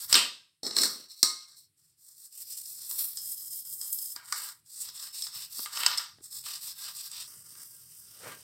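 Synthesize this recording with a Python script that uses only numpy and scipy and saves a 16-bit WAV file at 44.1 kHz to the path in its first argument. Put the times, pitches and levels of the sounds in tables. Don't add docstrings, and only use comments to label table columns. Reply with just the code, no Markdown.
import sys
import numpy as np
from scipy import signal
from scipy.fft import rfft, irfft, next_fast_len
from scipy.io import wavfile
from scipy.ndimage import map_coordinates

SR = 44100
rng = np.random.default_rng(int(sys.argv[2]) if len(sys.argv) > 2 else 0)


def output_pcm(signal):
    pcm = np.clip(np.atleast_2d(signal).T, -1, 1) * 32767
    wavfile.write(sys.argv[1], SR, np.round(pcm).astype(np.int16))


N = 371747

# (start [s], lift [s], level [dB], swell [dB], shell [dB], fizz [dB], rasp [dB])
STROKES = [(-.04, .044, -42, 1, -18.5, -3, -15.5), (0.062, 0.132, -45.5, 15, -10, -4.5, -10.5),
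           (0.627, 0.666, -47, 10.5, -11.5, -15, -23.5), (0.695, 0.733, -45, 0.5, -11, -22, -14),
           (0.746, 0.85, -24.5, -3, -24.5, -13, -17.5), (.82, 1.05, -31, -25, -17, -10, -13),
           (1.081, 1.123, -48, -1.5, -34, -9.5, -24.5), (1.148, 1.205, -53, 3.5, -38, -9, -24.5),
           (1.3, 1.433, -56, 1.5, -21.5, -15, -8.5), (1.452, 1.54, -52, -6, -18.5, -13.5, -22.5),
           (1.543, 1.59, -53, 3.5, -35.5, -7.5, -30.5), (1.76, 1.935, -62.5, -8, -25, -9, -23.5),
           (1.964, 2.122, -61, 10.5, -31, -8, -34), (2.14, 2.256, -56, 9.5, -35.5, -6, -31),
           (2.289, 2.418, -54, 12.5, -34, -5.5, -25), (2.428, 2.538, -51.5, 14, -43, -6.5, -23),
           (2.54, 2.753, -41, -2, -37, -4.5, -29), (2.747, 2.963, -45.5, 9, -28, -2.5, -22),
           (2.958, 3.137, -30, -16.5, -26, 1.5, -19), (3.134, 3.337, -45.5, 8, -37, 0, -34),
           (3.343, 3.473, -46, 5, -32, 1, -39), (3.491, 3.602, -37.5, -3, -36, -0.5, -43.5),
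           (3.632, 3.742, -48, 9, -34.5, 0.5, -44), (3.76, 3.894, -43.5, 3.5, -32, 0, -43),
           (3.895, 3.93, -37.5, 2, -39, 3, -50), (3.953, 4.123, -38.5, -2.5, -34, 0, -42),
           (4.145, 4.228, -57.5, -8.5, 7.5, -18, 1), (4.223, 4.322, -52.5, 10, -13, -9, -21),
           (4.337, 4.49, -36, -4, -12.5, -6.5, -15.5), (4.636, 4.811, -62, 27.5, -29.5, -9.5, -28.5),
           (4.806, 4.893, -42, -2.5, -20, -7, -10.5), (4.921, 5.074, -42, 0, -20, -8, -13.5),
           (5.119, 5.26, -37, -0.5, -30.5, -8, -20), (5.311, 5.438, -41.5, -1, -19.5, -6, -9.5),
           (5.491, 5.641, -47, 10.5, -24, -5, -17), (5.696, 5.802, -44.5, 11.5, -8, -7.5, -10.5),
           (5.787, 5.95, -37, -7.5, -0.5, -6, 4), (5.962, 6.12, -38, -31, 3.5, -2.5, 3),
           (6.212, 6.256, -44.5, 0, -29, -10, -28), (6.297, 6.387, -37.5, -2, -29.5, -8.5, -25.5),
           (6.424, 6.553, -41, 3.5, -17.5, -7, -10), (6.588, 6.709, -39, -1.5, -21.5, -6.5, -14),
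           (6.748, 6.896, -44.5, 5, -15.5, -5.5, -9.5), (6.925, 7.073, -39.5, -3.5, -22.5, -6.5, -12.5),
           (7.089, 7.215, -44.5, 7, -17, -8.5, -9.5), (7.254, 7.435, -45, -9, -17.5, -4.5, -19),
           (7.428, 7.617, -56.5, 7.5, -14.5, -3.5, -15.5), (7.58, 8.07, -54, -1, -20, -2, -17),
           (8.044, 8.228, -58.5, 4.5, -13, -2.5, -8.5), (8.205, 8.326, -52, -2.5, 2.5, -0.5, 2),
           (8.32, 8.45, -57, -1.5, -21, 0, -5.5)]
# (time [s], level [dB], treble [dB], shell [dB], body [dB], room [dB])
KNOCKS = [(0.096, -38, 12, -18, -26, -6.5), (0.1271, -2, -3, -15.5, -19, -26),
          (.1413, 1, -32, -16.5, -26, -14), (0.153, -9.5, 1.5, -6, -14, -8),
          (0.6314, -24.5, -7, -24, -3, -5), (0.6654, -14, -14, -24.5, -24, -38),
          (0.71, -17.5, -20, -17.5, -12, -31), (0.766, -9.5, -9.5, -13.5, -18.5, -13.5),
          (0.785, -6.5, -16, -15.5, -45, -20), (0.8333, -10, -5.5, -12, -36, -10.5),
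          (1.1053, -35.5, -12, -31, -46, -9.5), (1.2294, 1.5, -4, -23, -28.5, -15.5),
          (2.911, -23, 2, -17, -49, -33), (3.1717, -20.5, -2, -29, -47, -12),
          (3.319, -39, 12.5, -30, -44, -20), (3.6514, -43, 9, -14, -32, -10),
          (3.8129, -26.5, 4.5, -22, -35, -10), (3.9284, -41.5, 24, -34, -38, -22),
          (3.9874, -28.5, 5.5, -35, -25, -19), (4.1617, -23.5, -4, -8, -25, -19.5),
          (4.257, -41, 3, -20, -40, -15), (4.3243, -13, -2.5, -5.5, -40, -15),
          (4.661, -50, 6, -18, -40, -12), (4.8883, -25.5, -11, -21, -28, -17),
          (5.222, -19.5, -2, -49, -53, -15), (5.2672, -23, -22, -17, -48, -13),
          (5.5704, -33, 5, -17, -17, -14), (5.592, -23.5, -16.5, -13, -13.5, -34),
          (5.6591, -29, 3, 1.5, -32, -14), (5.7722, -18.5, -27, -6, -45, -20),
          (5.8343, -25, 2, 5, -35, -32), (5.8631, -3, -7, -10.5, -49, -20),
          (5.9136, -20.5, -12, -11, -32, -8), (5.9746, -14, -7.5, -14, -45, -12),
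          (5.981, -13, -5.5, -31, -50, -28.5), (6.184, -55.5, -10, -0.5, 8.5, -18),
          (6.2057, -58, -3, 0.5, 14, -28), (6.241, -42.5, 9, -30, -26, -19),
          (6.4637, -30, -12, -4, -51, -14), (7.1147, -30.5, 2, -25, -41, -21),
          (7.165, -61, -10, -3, -2, -22), (7.5524, -44, -9.5, -3.5, -27, -20)]
# (start [s], scratch [dB], wall whistle [dB], body [dB], knock rasp re shell [dB], knock ring [dB])
COUPLING = [(0, 1.5, 0.5, -26.5, 9.5, -47.5), (.62, 6.5, 0, -6.5, -8, -41),
            (.74, 4, 0.5, -3.5, -8.5, -37.5), (1.07, 5.5, -1, -22, -0.5, -38),
            (1.75, -0.5, -1, -24, -0.5, -46), (3.165, 4, -1.5, -21, -8.5, -55.5),
            (4.13, -3.5, -1, -32, -16, -49.5), (4.63, 0, 2.5, -30.5, -0.5, -48),
            (6.17, -0.5, 2, -29, -2.5, -43), (7.25, 0.5, -12.5, -15, -2, -45.5),
            (8.05, 0.5, -9, -9.5, -3, -47)]
# (frequency [Hz], relative density [dB])
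SCRATCH = [(2120, -42), (3600, -11.5), (4890, 5), (5250, 4), (5650, 2), (6400, -11), (8320, -35.5),
           (14100, -120)]
RIM = [(2600, -36), (3500, -21), (3900, -3), (4330, 3.5), (4720, -2.5), (5250, 1.5), (5800, -0.5),
       (6400, -19), (8300, -47.5)]
UPPER = [(2600, -44.5), (3600, -20), (4500, -4.5), (4900, -6), (5150, 5.5), (5450, -5.5), (5900, -4.5),
         (6400, -26), (8300, -54)]
BACK = [(2500, -45), (3230, -18), (3600, -26), (4800, -12), (5150, 3), (5500, -11), (6400, -17),
        (8300, -50)]
LATE_RUB = [(3700, -52), (4700, -6.5), (5400, -2.5), (6500, -9.5), (8300, -14.5), (9150, -3), (10300, -30)]
# (start [s], spectrum)
SPOTS = [(0, SCRATCH), (.62, RIM), (1.75, UPPER), (3.165, BACK), (4.14, SCRATCH),
         (7.27, LATE_RUB), (8.5, LATE_RUB)]
# (frequency [Hz], relative density [dB])
HISS = [(3760, -39.5), (6400, -10.5), (6850, -4), (8190, 6), (10000, -11), (13000, -47), (22000, -120)]
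FIZZ = [(5880, -39.5), (10000, -4), (13800, 2.5), (15900, -5)]
RASP = [(1290, -33), (2200, -14.5), (2730, 5), (3600, 6), (4680, -6), (7920, -120)]
SHELL = [(500, -47.5), (850, -9), (1160, 0), (1320, 6.5), (2200, -0.5), (2860, -25), (4840, -120)]
BODY = [(120, -24.5), (200, 0), (411, 1.5), (705, -10), (850, -6), (1100, -37.5), (1870, -120)]
# (frequency [Hz], bandwidth [Hz], gain [dB])
WALL_MODES = [
    [(5212, 92, -5.5)],
    [(2980, 300, -4), (3662, 370, -13.5)],
    [(997.4, 28, -13.5), (1200, 28, -11), (1396, 36, -10), (1595, 33, -5), (1916, 120, -10.5)],
]
# (frequency [Hz], level [dB], 60 dB decay time [s])
LOOSE_MODES = [(350, -12, .28), (802, -22, .4), (1071, -8, .45), (1238, 2, .38), (1733, -17, .3),
               (2143, -7, .5), (4260, 0, .3)]
ROOM_T60 = [0.38, 0.33, 0.3, 0.39, 0.36, .35]
# (time [s], level [dB])
RUMBLE_LEVELS = [(0, -79), (.16, -62), (.35, -81), (.65, -92), (.82, -72), (1.1, -84), (2.37, -85.5),
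                 (2.7, -76.5), (4.67, -78.5), (5.75, -74), (8.03, -73.5), (8.43, -70)]
# (frequency [Hz], relative density [dB])
SHIFT = [(35, -40), (60, -21), (97, -1), (295, -8), (509, 3.5), (740, -6.5), (1430, -5), (2500, -7.5),
         (3250, -46), (5500, -120)]
RUMBLE = [(18, -50.5), (30, -26), (97, 2), (147, 2), (260, -17), (340, -66), (570, -120)]
AIR = [(120, -53), (200, -17.5), (340, -9.5), (589, -26.5), (5020, -15.5), (6480, -26.5), (8230, -9.5),
       (15900, -25)]
# (frequency [Hz], level re mid [dB])
SIDE_LEVELS = [(40, -22.5), (150, -42.5), (1300, -56), (1550, -16.5), (2150, -12.5), (2500, -59.5),
               (8000, -61.5), (8600, -18), (10400, -14), (11300, -51)]

ATTACK_S, FALL_DB_PER_S = 0.037, 287
SCRATCH_PER_RASP, BODY_PER_SHELL, AIR_PER_RUMBLE = 0.29, 0.47, 0.6
LEAN_DB = 1.5
HISS_REL_DB, AIR_DB = -5, -74.5
SHIFT_S, SHIFT_PEAK_DB, SHIFT_RISE_DB_PER_S, SHIFT_FALL_DB_PER_S = 8.27, -45, 250, 155
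TOP_HZ = 16150


def brush():
    force = friction(flicks_per_s=600, spread_db=4.5, flick_share=.18, rough_db=1.5)
    start, lift, db, swell_db, shell_db, fizz_db, rasp_db = np.transpose(STROKES)
    t = np.arange(0, N + 32, 32)[:, None] / SR
    progress = np.clip((t - start) / (lift - start), 0, 1)
    level_db = db + swell_db * progress - FALL_DB_PER_S * np.maximum(t - lift, 0)
    stroke = np.clip((t - start) / ATTACK_S, 0, 1) * amp(level_db)
    pressed = stroke * amp(LEAN_DB * (progress - 2.5))
    scratch_db, _, body_db, *_ = coupling(start)
    tips_db = np.array([scratch_db + SCRATCH_PER_RASP * rasp_db, np.full_like(db, HISS_REL_DB), fizz_db])
    head_db = np.array([rasp_db, shell_db, body_db + BODY_PER_SHELL * shell_db])
    powers = np.hstack([stroke ** 2 @ amp(2 * tips_db.T), pressed ** 2 @ amp(2 * head_db.T)]).T
    envelopes = np.array([np.interp(np.arange(N) / SR, t[:, 0], np.sqrt(p)) for p in powers])
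    drift_db = 1.4 * np.array([wobble(18) for _ in powers])
    return envelopes * amp(drift_db) * force


def friction(flicks_per_s, spread_db, flick_share, rough_db):
    size = amp(spread_db * np.clip(rng.standard_normal(N), -2, 2))
    flicks = (rng.random(N) < flicks_per_s / SR) * size * rng.choice([-1, 1], N)
    sliding = np.sqrt(1 - flick_share) * rng.standard_normal(N)
    force = sliding + np.sqrt(flick_share) * flicks / flicks.std()
    force *= amp(rough_db * wobble(150) + .7 * wobble(45))
    return force / force.std()


def coupling(time_s):
    rows = np.array(COUPLING)
    row = np.maximum(np.searchsorted(rows[:, 0], time_s, "right") - 1, 0)
    return rows[row, 1:].T


def rubbed_spots(force):
    t = np.arange(N) / SR
    return sum(coloured(force * (t >= start) * (t < end), spectrum)
               for (start, spectrum), (end, _) in zip(SPOTS, SPOTS[1:]))


def wall(forces):
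    return sum(resonance(force * amp(db + 5.5 * np.tanh(wobble(9))), hz, width_hz)
               for force, modes in zip(forces, WALL_MODES) for hz, width_hz, db in modes)


def knocks():
    t = np.arange(int(.7 * SR)) / SR
    paths, thump_and_ring = np.zeros((6, N + len(t))), np.zeros(N + len(t))
    room_decay = amp(-60 * t / np.array(ROOM_T60)[:, None]) * (1 - np.exp(-t / 0.00067))
    thump = (1 - 700 * t) * np.exp(-700 * t) * (1 - np.exp(-3000 * t))
    for start, db, treble_db, shell_db, body_db, room_db in KNOCKS:
        *_, rasp_db, ring_db = coupling(start)
        span = slice(round(start * SR), round(start * SR) + len(t))
        crack_noise, room_noise = rng.standard_normal((2, len(t)))
        crack = np.exp(-t * 350) * crack_noise
        crack[0] = 2.5
        path_db = np.array([0, treble_db, treble_db - 11, shell_db + rasp_db, shell_db, body_db])
        gains = amp(db - 8.5 + path_db)[:, None]
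        paths[:, span] += gains * (crack + amp(room_db) * room_decay * room_noise)
        thump_and_ring[span] += amp(db + body_db - 9.5) * thump + loose_parts(t, db + ring_db)
    return paths[:, :N], thump_and_ring[:N]


def loose_parts(t, level_db):
    ring = np.zeros(len(t))
    for hz, mode_db, t60 in LOOSE_MODES:
        beat = 1 + .4 * np.cos(2 * np.pi * rng.uniform(8, 20) * t + rng.uniform(0, np.pi))
        fade = amp(level_db + mode_db - 60 * t / t60) * (1 - np.exp(-t / 0.0066))
        ring += fade * beat * np.sin(2 * np.pi * hz * t)
    return ring


def hand_shift():
    force = friction(flicks_per_s=580, spread_db=6, flick_share=0.15, rough_db=-1.5)
    t = np.arange(N) / SR - SHIFT_S
    level_db = SHIFT_PEAK_DB + np.minimum(SHIFT_RISE_DB_PER_S * t, -SHIFT_FALL_DB_PER_S * t)
    return coloured(amp(level_db) * force, SHIFT)


def background():
    level_db = np.interp(np.arange(N) / SR, *np.transpose(RUMBLE_LEVELS))
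    rumble_gain = amp(level_db + 2.7 * wobble(13))
    air_gain = amp(AIR_DB + AIR_PER_RUMBLE * (level_db - level_db.mean()))
    rumble = rumble_gain * coloured(rng.standard_normal(N), RUMBLE)
    return rumble + air_gain * coloured(rng.standard_normal(N), AIR)


def amp(db):
    return 10 ** (np.asarray(db) / 20)


def along(points, hz):
    knots_hz, values = np.transpose(points)
    return np.interp(np.log(hz + 1), np.log(knots_hz + 1), values)


def wobble(knots_per_s):
    knots = rng.standard_normal(int(N * knots_per_s / SR) + 4)
    return map_coordinates(knots, [np.arange(N) * knots_per_s / SR])


def coloured(x, spectrum):
    size = 2 ** 13
    closed = [(0, -120)] + list(spectrum) + [(SR / 2, -120)]
    magnitude = amp(along(closed, np.fft.rfftfreq(size, 1 / SR)))
    cepstrum = irfft(np.log(magnitude))
    cepstrum[1:size // 2] *= 2
    cepstrum[size // 2 + 1:] = 0
    response = irfft(np.exp(rfft(cepstrum)))[:size // 2]
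    return signal.fftconvolve(x, response / np.linalg.norm(response))[:N]


def resonance(x, hz, width_hz):
    radius = np.exp(-np.pi * width_hz / SR)
    feedback = [1, -2 * radius * np.cos(2 * np.pi * hz / SR), radius ** 2]
    return signal.lfilter(np.sqrt((1 - radius ** 2) / 2) * np.array([1, 0, -1]), feedback, x)


def stereo(mid):
    size = next_fast_len(N + SR // 4)
    hz = np.fft.rfftfreq(size, 1 / SR)
    phase = along([(2000, 1.1), (8000, 1.9)], hz)
    side = irfft(np.exp(1j * phase) * rfft(mid, size) * amp(along(SIDE_LEVELS, hz)), size)[:N]
    return np.array([mid + side, mid - side])


def scene():
    blows, thump_and_ring = knocks()
    scratch, hiss, fizz, rasp, shell, body = brush() + blows
    whistle_db = coupling(np.arange(N) / SR)[1]
    mid = rubbed_spots(scratch) + wall([scratch * amp(whistle_db), rasp, shell])
    for force, spectrum in (hiss, HISS), (fizz, FIZZ), (rasp, RASP), (shell, SHELL), (body, BODY):
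        mid += coloured(force, spectrum)
    return stereo(mid + thump_and_ring + hand_shift() + background())


def record(dry):
    clipped = dry / (1 + np.abs(dry) ** 6) ** (1 / 6)
    size = next_fast_len(N + SR // 4)
    lowpass = np.clip((TOP_HZ - np.fft.rfftfreq(size, 1 / SR)) / 300, 0, 1)
    return irfft(rfft(clipped, size) * lowpass, size)[:, :N]


dry = scene()
out = record(dry)
output_pcm(out)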